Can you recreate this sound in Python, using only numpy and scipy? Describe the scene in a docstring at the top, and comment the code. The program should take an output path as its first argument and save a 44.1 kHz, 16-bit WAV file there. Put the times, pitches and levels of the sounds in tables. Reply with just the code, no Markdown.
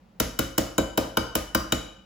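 """A quiet hum, coloured noise, is heard first; then a wire whisk is tapped nine times on the rim of a steel
mixing bowl to shake off batter. Each tap is a short chatter of wires, made of decaying noise bursts, over a
longer noise wash of rattling wires. It rings the damped bowl and thumps the worktop, both sums of decaying
modes, and a hard kitchen answers by convolution with a noise tail whose decay depends on frequency."""
import sys
import numpy as np
from scipy import signal
from scipy.fft import rfft, irfft, next_fast_len
from scipy.io import wavfile

SR = 44100
rng = np.random.default_rng(int(sys.argv[2]) if len(sys.argv) > 2 else 0)


def log_audio(samples):
    """Write samples as a 16-bit WAV file to the path given in sys.argv[1]."""
    # one column per channel
    frames = np.atleast_2d(samples).T
    # limit to full scale, then quantise
    limited = np.clip(frames, -1, 1)
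    pcm = np.round(limited * 32767).astype(np.int16)
    wavfile.write(sys.argv[1], SR, pcm)


N = 90404

# Steady hum spectrum: (frequency [Hz], relative density [dB per Hz])
HUM_SPECTRUM = [(15, -42), (25, -38), (48, -7), (144, -14), (177, -3), (344, -22.5), (584, -15), (666, -25),
                (741, -19), (1440, -28.5), (4850, -39), (8930, -48), (14000, -49)]
HUM_DB = -57.5

# Taps: (time [s], chatter level [dB], worktop thump level [dB], worktop knock level [dB], bowl body level [dB],
# rim levels near 3, 4, 5 and 7 kHz [dB], four columns, added left-over-right level [dB])
TAPS = [(0.1993, -13.5, -23, -30, -24, -26, -25.5, -34, -25, 0.53),
        (0.389, -15.5, -24, -29.5, -25, -22.5, -28.5, -49, -51, 0.71),
        (0.5786, -15, -23.5, -27.5, -23.5, -24.5, -31, -37, -25.5, 0.66),
        (0.7795, -19.5, -22, -23, -20, -20, -27, -33, -20, 0.77),
        (0.9749, -17, -24, -24.5, -21, -21, -24.5, -34, -30, 1),
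        (1.17, -21, -23, -28.5, -19, -18, -20, -27, -33, 0.92),
        (1.3519, -15.5, -25, -29.5, -24.5, -21.5, -27, -39, -30, 0.82),
        (1.5473, -18, -22.5, -28, -19, -21, -27, -26, -36, 1.2),
        (1.7214, -17, -23, -29, -23.5, -17, -23, -34.5, -20, 0.75)]

# Wires landing on the rim: (frequency [Hz], relative density [dB per Hz])
CHATTER_SPECTRUM = [(500, -37), (1500, -16), (2100, -11), (3400, -18), (4500, -17), (5500, -4), (6500, -10),
                    (8000, -7), (12000, -7.5), (15000, 0.5), (16300, -17.5), (17300, -37)]
CHATTER_RISE_S, CHATTER_HOLD_S, CHATTER_T60_S = 0.00047, 0.0055, 0.032
WIRES, WIRE_T60_S = 7, 0.0048  # landings in a tap, decay of each
WIRE_SCATTER_DB = 6.5  # landings lie between zero and twice this below full level

# Wires rattling on: (frequency [Hz], relative density [dB per Hz])
QUIVER_SPECTRUM = [(600, -21), (1200, 0), (2000, 1.5), (2700, -3), (3400, -2), (4500, -2.5), (6300, -3),
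                   (8500, -8.5), (12000, -9), (17000, -31)]
QUIVER_DB, QUIVER_T60_S, QUIVER_RISE_S = -18, 0.42, 0.0021  # level relative to the chatter

# Modes of the bowl's rim near 3, 4, 5 and 7 kHz, then of its body:
# (frequency [Hz], relative level [dB], 60 dB decay time [s], first swing [1 or -1])
RIM_3K = [(2275, -17, .15, 1), (2390, -8, .035, -1), (2995, 0, .04, 1), (2980, -21, .6, -1)]
RIM_4K = [(3826, -2, 0.051, -1), (3822, 2.5, 0.018, 1), (3820, -13, 0.15, -1), (4336, -17.5, 0.029, 1)]
RIM_5K = [(4840, -2.5, 0.096, -1), (4815, -11, 0.39, 1), (5650, -5.5, 0.069, 1), (5610, -11.5, 0.047, -1)]
RIM_7K = [(6300, -6, .03, -1), (7040, 2, .028, 1), (7600, -6, .025, -1), (7950, -8, .025, 1)]
BODY = [(904, -3.5, 0.052, 1), (1048.5, 2.5, 0.036, -1), (1220.6, -14.5, 0.34, 1), (1403, 8.5, 0.02, -1),
        (1540, -3.5, 0.067, 1), (1990, -46, 0.045, -1)]
RIM_LAG_S, BODY_LAG_S = 0.000875, 0.001585
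BOWL_RISE_S = 0.00046  # the bowl swells while the wires land
BLUR_HZ = 17.3  # batter and the hand blur the bowl's modes
BOWL_WET_DB = -2.5  # the bowl's ring reaches the walls weaker than the chatter

# Modes of the worktop: knock, then thump, then low boom, each listed from low to high:
# (frequency [Hz], relative level [dB], 60 dB decay time [s], first swing [1 or -1])
KNOCK = [(276.4, -4, 0.21, 1), (324.2, 10.5, 0.066, -1), (451, 15.5, 0.023, -1), (505.5, -9.5, 0.16, -1),
         (541, -0.5, 0.22, 1), (620, 9, 0.041, -1), (804.7, -3, 0.043, 1)]
THUMP = [(116.3, -12, 0.52, 1), (133.6, -1, .1, 1), (171.6, -11, 0.31, 1), (198.6, -5.5, 0.21, 1),
         (247.5, -1, 0.12, -1)]
BOOM = [(48.7, -12.5, 0.72, 1), (64.1, -7, 0.32, 1), (76.7, -8.5, 0.24, -1)]
KNOCK_LAG_S, THUMP_LAG_S, BOOM_LAG_S = 0.00525, 0.00545, 0.012  # the push takes time to reach the worktop

SCATTER_DB = 1.5  # standard deviation of mode levels from tap to tap
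RISE_CYCLES = 0.45  # each mode's build-up time constant, in its own cycles

# Reverberation: (frequency [Hz], 60 dB decay time [s])
ROOM_T60 = [(100, 0.55), (300, 0.52), (800, 0.56), (2000, 0.72), (5000, 0.6), (9000, 0.41), (14000, 0.3)]
# Reverberation strength: (frequency [Hz], tail over direct level [dB])
ROOM_LEVEL = [(60, -26), (200, -9.5), (600, -4), (1500, -3.5), (3000, -7.5), (6000, -4.5), (10000, -11.5),
              (16000, -14)]
ROOM_DELAY_S = 0.004

# Likeness of left and right: (frequency [Hz], correlation [0 to 1])
ALIKE = [(60, 1), (300, 0.81), (700, 0.17), (1400, .15), (3000, 0.81), (6000, 0.13), (8000, 1),
         (15000, 0.93)]
# Phase between left and right: (frequency [Hz], left lead [rad])
LEFT_LEADS = [(100, 0), (6850, 0), (9000, -3.14), (11000, -6.1), (13300, -9.42), (15500, -12.6),
              (17300, -15.2)]
# Level between left and right: (frequency [Hz], left over right level [dB])
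LEFT_LEVEL = [(100, -1.5), (400, -1.1), (700, 1.5), (1500, 0.7), (2300, 1.5), (3000, 6.5), (3900, 2),
              (6000, -1.7), (16000, -0.5)]
TOP_HZ = 17350


def amp(db):
    """Level law: every 20 dB is a tenfold gain."""
    return 10 ** (np.asarray(db) / 20)


def along(points, hz):
    """Interpolation of (frequency, value) points on a logarithmic frequency axis."""
    f, v = np.transpose(points)
    return np.interp(np.log(hz + 1), np.log(f + 1), v)


def filtered(x, response):
    """Linear filtering: the spectrum is multiplied by a complex frequency response."""
    m = next_fast_len(x.shape[-1] + 8192)
    spectrum = rfft(x, m) * response(np.fft.rfftfreq(m, 1 / SR))
    return irfft(spectrum, m)[..., :x.shape[-1]]


def coloured(spectrum, size):
    """Spectral shaping of white noise: two unrelated signals with a joint rms of 1."""
    white = rng.standard_normal((2, size))
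    x = filtered(white, lambda hz: amp(along(spectrum, hz)))
    return x / np.sqrt(np.mean(x ** 2))


def stereo(pair):
    """Stereo width: mixing two unrelated versions sets how alike left and right are in each band."""
    def mix(hz):
        turn = np.arccos(np.clip(along(ALIKE, hz), 0, 1)) / 2
        return np.array([np.cos(turn), np.sin(turn)])

    def tilt(hz):
        half_level = amp(along(LEFT_LEVEL, hz) / 2)
        half_lead = np.exp(0.5j * along(LEFT_LEADS, hz))
        return half_level * half_lead

    shared, opposed = filtered(pair, mix)
    left_right = np.array([shared + opposed, shared - opposed])
    return filtered(left_right, lambda hz: np.array([tilt(hz), 1 / tilt(hz)]))


def hum():
    """Stationary noise: a fixed spectrum at a constant low level."""
    return amp(HUM_DB) * stereo(coloured(HUM_SPECTRUM, size=N))


def chatter(t):
    """Impact succession: the wires land one after another within a few milliseconds, each a decaying burst."""
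    draw = rng.random((WIRES, 2))
    landing = CHATTER_HOLD_S * (np.arange(WIRES)[:, None] + draw[:, :1]) / WIRES
    age = t - landing
    strength_db = WIRE_SCATTER_DB * 2 * (draw[:, 1:] - 1)
    ticks = amp(strength_db - 60 * np.abs(age) / WIRE_T60_S) * (age > 0)
    wash = amp(-9 - 60 * t / CHATTER_T60_S)
    rise = 1 - np.exp(-t / CHATTER_RISE_S)
    return rise * (ticks.sum(0) + wash) * coloured(CHATTER_SPECTRUM, size=len(t))


def quiver(t):
    """Dense collisions: wires rattling against each other merge into exponentially decaying noise."""
    decay = amp(QUIVER_DB - 60 * t / QUIVER_T60_S)
    rise = 1 - np.exp(-t / QUIVER_RISE_S)
    return decay * rise * coloured(QUIVER_SPECTRUM, size=len(t))


def ring(modes, age, loose, blur_hz=0, rise_s=0):
    """Modal superposition: modes struck together decay separately; a second version is a quarter cycle away.

    loose is the span of random starting phase in cycles; a random phase walk widens each mode by blur_hz."""
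    hz, db, t60, swing = np.transpose(modes)[..., None]
    size = np.sign(swing) * amp(db + SCATTER_DB * rng.standard_normal(hz.shape))
    rise = 1 - np.exp(-age / (RISE_CYCLES / hz + rise_s))
    shape = size * amp(-60 * age / t60) * rise
    steps = rng.standard_normal(shape.shape)
    drift = np.cumsum(steps, axis=1) * np.sqrt(2 * np.pi * blur_hz / SR)
    phase = 2 * np.pi * (hz * age + loose * (rng.random(hz.shape) - 0.5)) + drift
    side = rng.choice([-1, 1], hz.shape)
    first = np.sum(shape * np.sin(phase), axis=0)
    second = np.sum(side * shape * np.cos(phase), axis=0)
    return np.array([first, second])


def since(t, lag):
    """Propagation delay: time counted from a late arrival, zero before it."""
    return np.maximum(t - lag, 0)


def bowl(t, body_db, rim_db):
    """Damped shell vibration: the rim's modes answer first, then the lower modes of the body."""
    out = np.zeros((2, len(t)))
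    for modes, db in zip([RIM_3K, RIM_4K, RIM_5K, RIM_7K], rim_db):
        out += amp(db) * ring(modes, since(t, RIM_LAG_S), 0.85, BLUR_HZ, BOWL_RISE_S)
    return out + amp(body_db) * ring(BODY, since(t, BODY_LAG_S), 0.22, BLUR_HZ, BOWL_RISE_S)


def kitchen(x):
    """Reverberation: a fresh noise tail for each tap, in which each frequency dies at its own speed."""
    hz, t, z = signal.stft(rng.standard_normal(x.shape), SR, nperseg=256)
    t60 = along(ROOM_T60, hz)[:, None]
    decaying = z * amp(-60 * t / t60) / np.sqrt(t60)  # the root evens out energy between decay times
    tail = signal.istft(decaying, SR, nperseg=256)[1]
    tail = tail / np.linalg.norm(tail[0])
    tail = np.pad(tail, ((0, 0), (round(ROOM_DELAY_S * SR), 0)))
    tail = filtered(tail, lambda f: amp(along(ROOM_LEVEL, f)))
    return signal.fftconvolve(x, tail, axes=1)[:, :x.shape[1]]


def worktop(t, thump_db, knock_db):
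    """Structure-borne excitation: the push arrives late and sets off a knock, a thump and a low boom."""
    knock = ring(KNOCK, since(t, KNOCK_LAG_S), 0.12)
    thump = ring(THUMP, since(t, THUMP_LAG_S), 0)
    boom = ring(BOOM, since(t, BOOM_LAG_S), 0)
    return amp(knock_db) * knock + amp(thump_db) * (thump + boom)


def taps():
    """Superposition: each tap adds wires, bowl and worktop to the room's answer."""
    out, t = np.zeros((2, N + SR)), np.arange(SR // 2) / SR
    for start_s, chatter_db, thump_db, knock_db, body_db, *rim_db, pan_db in TAPS:
        wires = amp(chatter_db) * chatter(t)
        rattle = amp(chatter_db) * quiver(t)
        bowl_ring = bowl(t, body_db, rim_db)
        rest = wires + worktop(t, thump_db, knock_db)
        room = kitchen(rest + amp(BOWL_WET_DB) * bowl_ring)
        pan = amp([[pan_db / 2], [-pan_db / 2]])
        start = round(start_s * SR)
        out[:, start:start + len(t)] += pan * stereo(rest + bowl_ring + room + rattle)
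    return out[:, :N]


def scene():
    """Superposition: the taps sound over the hum."""
    return hum() + taps()


def record(dry):
    """Band limitation: nothing passes at or above the top frequency."""
    return filtered(dry, lambda hz: hz < TOP_HZ)


dry = scene()
out = record(dry)
log_audio(out)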